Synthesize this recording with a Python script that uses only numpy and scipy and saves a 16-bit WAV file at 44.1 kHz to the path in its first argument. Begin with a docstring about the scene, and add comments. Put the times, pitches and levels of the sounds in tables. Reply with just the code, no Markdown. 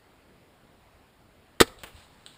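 """A crossbow is fired close beside the microphone in quiet, bare woods.
Latch and string clack in bursts of noise, the string scrapes along the rail, and limbs and stock ring in decaying modes.
The trunks scatter the shot as decaying noise; the bolt strikes far off with a crack, a thud and duller scatter.
Dry leaves crackle softly, twigs snap in short modes, and the stock is bumped, over faint air and microphone hiss."""
import sys
import numpy as np
from scipy import signal
from scipy.fft import rfft, irfft
from scipy.io import wavfile
from scipy.ndimage import uniform_filter1d

SR = 44100
rng = np.random.default_rng(int(sys.argv[2]) if len(sys.argv) > 2 else 0)


def file_out(sig):
    """Save sig as 16-bit WAV at sys.argv[1]."""
    # one column per channel
    cols = np.atleast_2d(sig).T
    # limit, then scale
    lim = np.clip(cols, -1, 1)
    pcm = np.round(lim * 32767).astype(np.int16)
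    wavfile.write(sys.argv[1], SR, pcm)


N = 104649  # length in samples

# A t60 is the time in which a sound falls by 60 dB.
# Spectrum of the air in the woods. Each row: frequency in Hz, relative density in dB per Hz.
AIR_SPECTRUM = [(20, -1), (59, 0.5), (118, -2.5), (221, -4), (394, -6.5), (780, -9.3), (2180, -16.5),
                (5000, -25.5), (9000, -38.5), (16000, -57.5)]
AIR_DB, AIR_PATCH_DB, HISS_DB = -58.5, 1.5, -69.5  # rms levels of air and hiss; rms drift of the air

# Clacks of latch, string and limbs, close to the microphone.
# Each row: start in seconds, level in dB, t60 in seconds, tilt in dB per octave.
CLACKS = [(1.6022, -13, 0.017, -2), (1.6042, -7, .022, .5), (1.6118, -12, .02, 2), (1.6144, -7, 0.02, -1.5),
          (1.6188, -19, .05, -1.5), (1.6317, -32.5, .035, -6), (1.6415, -46, .03, -3)]
# Colour of a clack. Each row: frequency in Hz, relative level in dB.
CLACK_COLOUR = [(60, -17), (300, -7), (800, -7), (1300, -3), (1900, -2.5), (2700, -6.5), (3600, -0.5),
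                (5500, -5.5), (8500, -8), (11500, -16), (15000, -13.5)]
# Modes of the latch and rail, rung at the release. Each row: frequency in Hz, level in dB, t60 in seconds.
LATCH_MODES = [(1826, -28, .05), (1903, -19.5, .045), (2073, -22.5, 0.033), (3070, -26, 0.045),
               (3180, -22, 0.04), (3647, -17.5, 0.054), (4000, -27, .045), (4553, -33.5, .05),
               (4920, -27.5, 0.046), (7160, -33.5, .05), (8786, -35, 0.043)]
LATCH_S, LATCH_RISE_S = 1.6024, 0.0012
RAIL_S, RAIL_LENGTH_S, RAIL_DB = 1.6055, 0.0075, -18  # the string drives the bolt along the rail
# Modes of limbs, string and stock. Each row: frequency in Hz, level in dB, t60 in seconds.
BOW_MODES = [(160, -13.5, 0.03), (259.7, -22, 0.08), (360.5, 5, 0.018), (449, -11.5, 0.067),
             (690, -22, 0.047), (824, -15.5, 0.046), (1236, -9.5, .04), (1301, -16, 0.045),
             (1470, -20, 0.045), (1766, -21.5, 0.073), (2241, -24, 0.054), (2420, -21.5, 0.041),
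             (3040, -25.5, 0.044), (3618, -22.5, .038)]
# Faint after-ring of string and limbs. Each row: frequency in Hz, level in dB, t60 in seconds.
HUM_MODES = [(514, -49, .55), (258, -50, .25)]
STOP_S, STOP_RISE_S = 1.6112, 0.0012  # the string meets its stops

# Scatter of the shot from the trunks. Each row: frequency in Hz, gain in dB.
WOODS_GAIN = [(50, -13.5), (150, -30.5), (400, -36), (700, -23.5), (1300, -28.5), (2000, -27.5),
              (4000, -28.5), (8000, -27), (15000, -25.5)]
# Decay of that scatter. Each row: frequency in Hz, t60 in seconds.
WOODS_T60 = [(60, 1.0), (400, 0.72), (1500, .62), (4000, .46), (14000, .38)]

# Stirs of dry leaves. Each row: centre in seconds, Gaussian half length in seconds, level in dB.
RUSTLES = [(1.678, .007, -47.5), (1.812, 0.017, -56.5), (1.995, 0.041, -56.5), (2.17, 0.16, -64),
           (2.347, 0.022, -62.5)]
# Colour of the leaves. 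Each row: frequency in Hz, relative level in dB.
LEAF_COLOUR = [(200, -14.5), (700, 4.5), (2000, -1.5), (4000, 2.5), (6000, -8), (8000, -3), (11000, -19),
               (15000, -13)]
CRACKLE_DB = 2  # rms wander of the leaf level

# Twig snaps. Each row: start in seconds, snap level in dB, tail level in dB.
SNAPS = [(1.7867, -45, -61), (1.7887, -38, -62), (2.2634, -25, -49.5)]
# Modes of a twig. Each row: frequency in Hz, relative level in dB, t60 in seconds.
TWIG_MODES = [(1510, -11.5, 0.0067), (3430, -3, 0.0064), (3880, -1.5, 0.0058), (8020, -6, 0.0048),
              (8450, -7.5, 0.0048)]
# Colour of the tail of a snap. Each row: frequency in Hz, relative level in dB.
TWIG_TAIL_COLOUR = [(200, -18), (900, -17), (1500, -2), (2200, -7), (3300, 5.5), (4400, -1), (5600, -18),
                    (8300, -1.5), (10500, -21), (15000, -16)]
TWIG_RISE_S, TWIG_TAIL_T60_S = 0.00053, 0.34

HIT_S, HIT_DB, HIT_T60_S = 1.8348, -29, 0.0077  # the bolt strikes far off
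# Colour of the strike. Each row: frequency in Hz, relative level in dB.
HIT_COLOUR = [(60, -7), (600, 6), (1800, 3), (3000, 4.5), (5000, -6.5), (9000, -4), (12000, -12),
              (15000, -3.5)]
# Thud of the strike. One row: frequency in Hz, level in dB, t60 in seconds, rise in seconds.
HIT_THUD = (45, -42, .09, .002)
# Sound of the strike spread by ground and trees.
# Each row: delay in seconds, rise in seconds, level in dB, t60 in seconds, tilt in dB per octave.
HIT_SCATTER = [(.001, .003, -33, .07, -1), (.021, .012, -44.5, 0.29, -.6)]

# Soft bumps on the stock. Each row: start in seconds, level in dB, frequency in Hz, t60 in seconds.
BUMPS = [(1.942, -32, 76, .06), (1.981, -39, 85, .05), (2.225, -46, 99.5, .04)]
BUMP_RISE_S = 0.01023

# Microphone: low cut, treble notches, upper band edge
LOW_CUT_HZ, EDGE_HZ = 27, 15450
NOTCH_HZ, NOTCH_WIDTH_HZ, NOTCH_DB = [6020, 12050], [440, 450], [-11, -15.5]
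OVERLOAD = 0.94  # ceiling of the soft overload, in sample amplitude


def amp(db):
    """Turns decibels into gain."""
    return 10 ** (np.asarray(db) / 20)


def unit(x):
    """Scales to rms 1."""
    return x / np.sqrt(np.mean(x ** 2) + 1e-20)


def read(points, hz):
    """Reads a table on a log-frequency axis."""
    f, value = np.transpose(points)
    return np.interp(np.log(hz + 1), np.log(f + 1), value)


def add(mix, s, sound):
    """Mixes a sound in at time s, cut off at the end of the mix."""
    part = mix[round(s * SR):][:len(sound)]
    part += sound[:len(part)]


def noise(colour, tilt_db=0):
    """Noise of rms 1 with the given spectrum, tilted above 300 Hz."""
    hz = np.fft.rfftfreq(N, 1 / SR)
    octaves = np.log2(np.maximum(hz, 300))
    gain = amp(read(colour, hz) + tilt_db * octaves)
    white = rng.standard_normal(N)
    return unit(irfft(rfft(white) * gain, N))


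def fade(t60):
    """Exponential decay by 60 dB in t60 seconds."""
    t = np.arange(N) / SR
    return np.exp(-np.log(1000) * t / max(t60, 1e-4))


def burst(colour, db, t60, tilt_db=0):
    """A blow into many dense, dying resonances, heard as decaying noise."""
    return amp(db) * noise(colour, tilt_db) * fade(t60)


def ring(hz, db, t60, rise_s):
    """One decaying sine mode, pushed over a short time."""
    t = np.arange(N) / SR
    push = np.minimum(t / rise_s, 1)
    return amp(db) * np.sin(2 * np.pi * hz * t) * fade(t60) * push


def air():
    """The faint wash of the woods, drifting in patches of time and frequency, over microphone hiss."""
    z = signal.stft(noise(AIR_SPECTRUM), nperseg=1024)[2]
    patches = uniform_filter1d(rng.standard_normal(z.shape), size=12, axis=0)
    patches = unit(uniform_filter1d(patches, size=8, axis=1))
    wash = signal.istft(z * amp(AIR_PATCH_DB * patches), nperseg=1024)[1][:N]
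    hiss = amp(HISS_DB) * rng.standard_normal(N)
    return amp(AIR_DB) * unit(wash) + hiss


def crossbow():
    """Clacks and ring of the latch, the scrape along the rail, and the ring of the bow as the string stops."""
    out = np.zeros(N)
    for s, db, t60, tilt_db in CLACKS:
        add(out, s, burst(CLACK_COLOUR, db, t60, tilt_db))

    for k, (hz, db, t60) in enumerate(LATCH_MODES):
        sign = (-1) ** k  # neighbouring modes start in opposite directions
        add(out, LATCH_S, sign * ring(hz, db, t60, LATCH_RISE_S))

    size = round(RAIL_LENGTH_S * SR)
    scrape = noise(CLACK_COLOUR)[:size] * signal.windows.tukey(size)
    add(out, RAIL_S, amp(RAIL_DB) * scrape)

    for hz, db, t60 in BOW_MODES + HUM_MODES:
        add(out, STOP_S, ring(hz, db, t60, STOP_RISE_S))
    return out


def woods(x):
    """Countless small echoes from trunks, as a decaying noise response; the treble dies first."""
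    hz, t, z = signal.stft(rng.standard_normal(N), SR, nperseg=512)
    t60 = read(WOODS_T60, hz)[:, None]
    gain = amp(read(WOODS_GAIN, hz))[:, None]
    decay = np.exp(-np.log(1000) * t / t60)
    even_energy = np.sqrt(2 * np.log(1000) / (t60 * SR))  # a longer decay adds no energy
    echoes = signal.istft(z * gain * decay * even_energy, SR, nperseg=512)[1]
    return signal.fftconvolve(x, echoes)[:N]


def leaves():
    """Soft swells of fine crackle: noise whose level wanders quickly."""
    t = np.arange(N) / SR
    wander = unit(uniform_filter1d(rng.standard_normal(N), size=60))
    crackle = unit(noise(LEAF_COLOUR) * amp(CRACKLE_DB * wander))
    swell = sum(amp(db) * np.exp(-.5 * ((t - s) / half) ** 2) for s, half, db in RUSTLES)
    return crackle * swell


def twigs():
    """Thin, bright snaps of short modes, each with a faint noise tail among the trees."""
    out = np.zeros(N)
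    snap = sum(ring(hz, db, t60, TWIG_RISE_S) for hz, db, t60 in TWIG_MODES)
    for s, db, tail_db in SNAPS:
        tail = burst(TWIG_TAIL_COLOUR, tail_db, TWIG_TAIL_T60_S)
        add(out, s, amp(db) * snap + tail)
    return out


def bolt():
    """A distant crack and thud, followed by their duller scatter."""
    out, t = np.zeros(N), np.arange(N) / SR
    crack = burst(HIT_COLOUR, HIT_DB, HIT_T60_S)
    add(out, HIT_S, crack + ring(*HIT_THUD))
    for delay, rise_s, db, t60, tilt_db in HIT_SCATTER:
        scatter = burst(HIT_COLOUR, db, t60, tilt_db) * np.minimum(t / rise_s, 1)
        add(out, HIT_S + delay, scatter)
    return out


def bumps():
    """Low knocks of handling, each a single slowly pushed mode."""
    out = np.zeros(N)
    for s, db, hz, t60 in BUMPS:
        add(out, s, ring(hz, db, t60, BUMP_RISE_S))
    return out


def scene():
    """The close shot and what surrounds it in the woods, on one channel."""
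    shot = crossbow()
    mix = air() + shot + woods(shot) + leaves() + twigs() + bolt() + bumps()
    return mix[None]


def record(dry):
    """Two treble notches and the low cut of the microphone, soft overload, then the band limit."""
    hz = np.fft.rfftfreq(N, 1 / SR)
    notches = zip(NOTCH_HZ, NOTCH_WIDTH_HZ, NOTCH_DB)
    colour_db = sum(db / (1 + ((hz - f) / width) ** 2) for f, width, db in notches)

    # minimum phase, so that the notches ring only after a sound
    log_gain = np.log(amp(np.r_[colour_db, colour_db[:0:-1]]))
    causal = np.exp(np.conj(signal.hilbert(log_gain)))[:len(hz)]
    x = irfft(rfft(dry) * causal, N)

    x = signal.lfilter(*signal.butter(1, LOW_CUT_HZ, "high", fs=SR), x)
    x = x / (1 + (x / OVERLOAD) ** 8) ** (1 / 8)
    band_limit = signal.firwin(255, EDGE_HZ, window=("kaiser", 9), fs=SR)
    return signal.oaconvolve(x, band_limit[None], "same")


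dry = scene()
out = record(dry)
file_out(out)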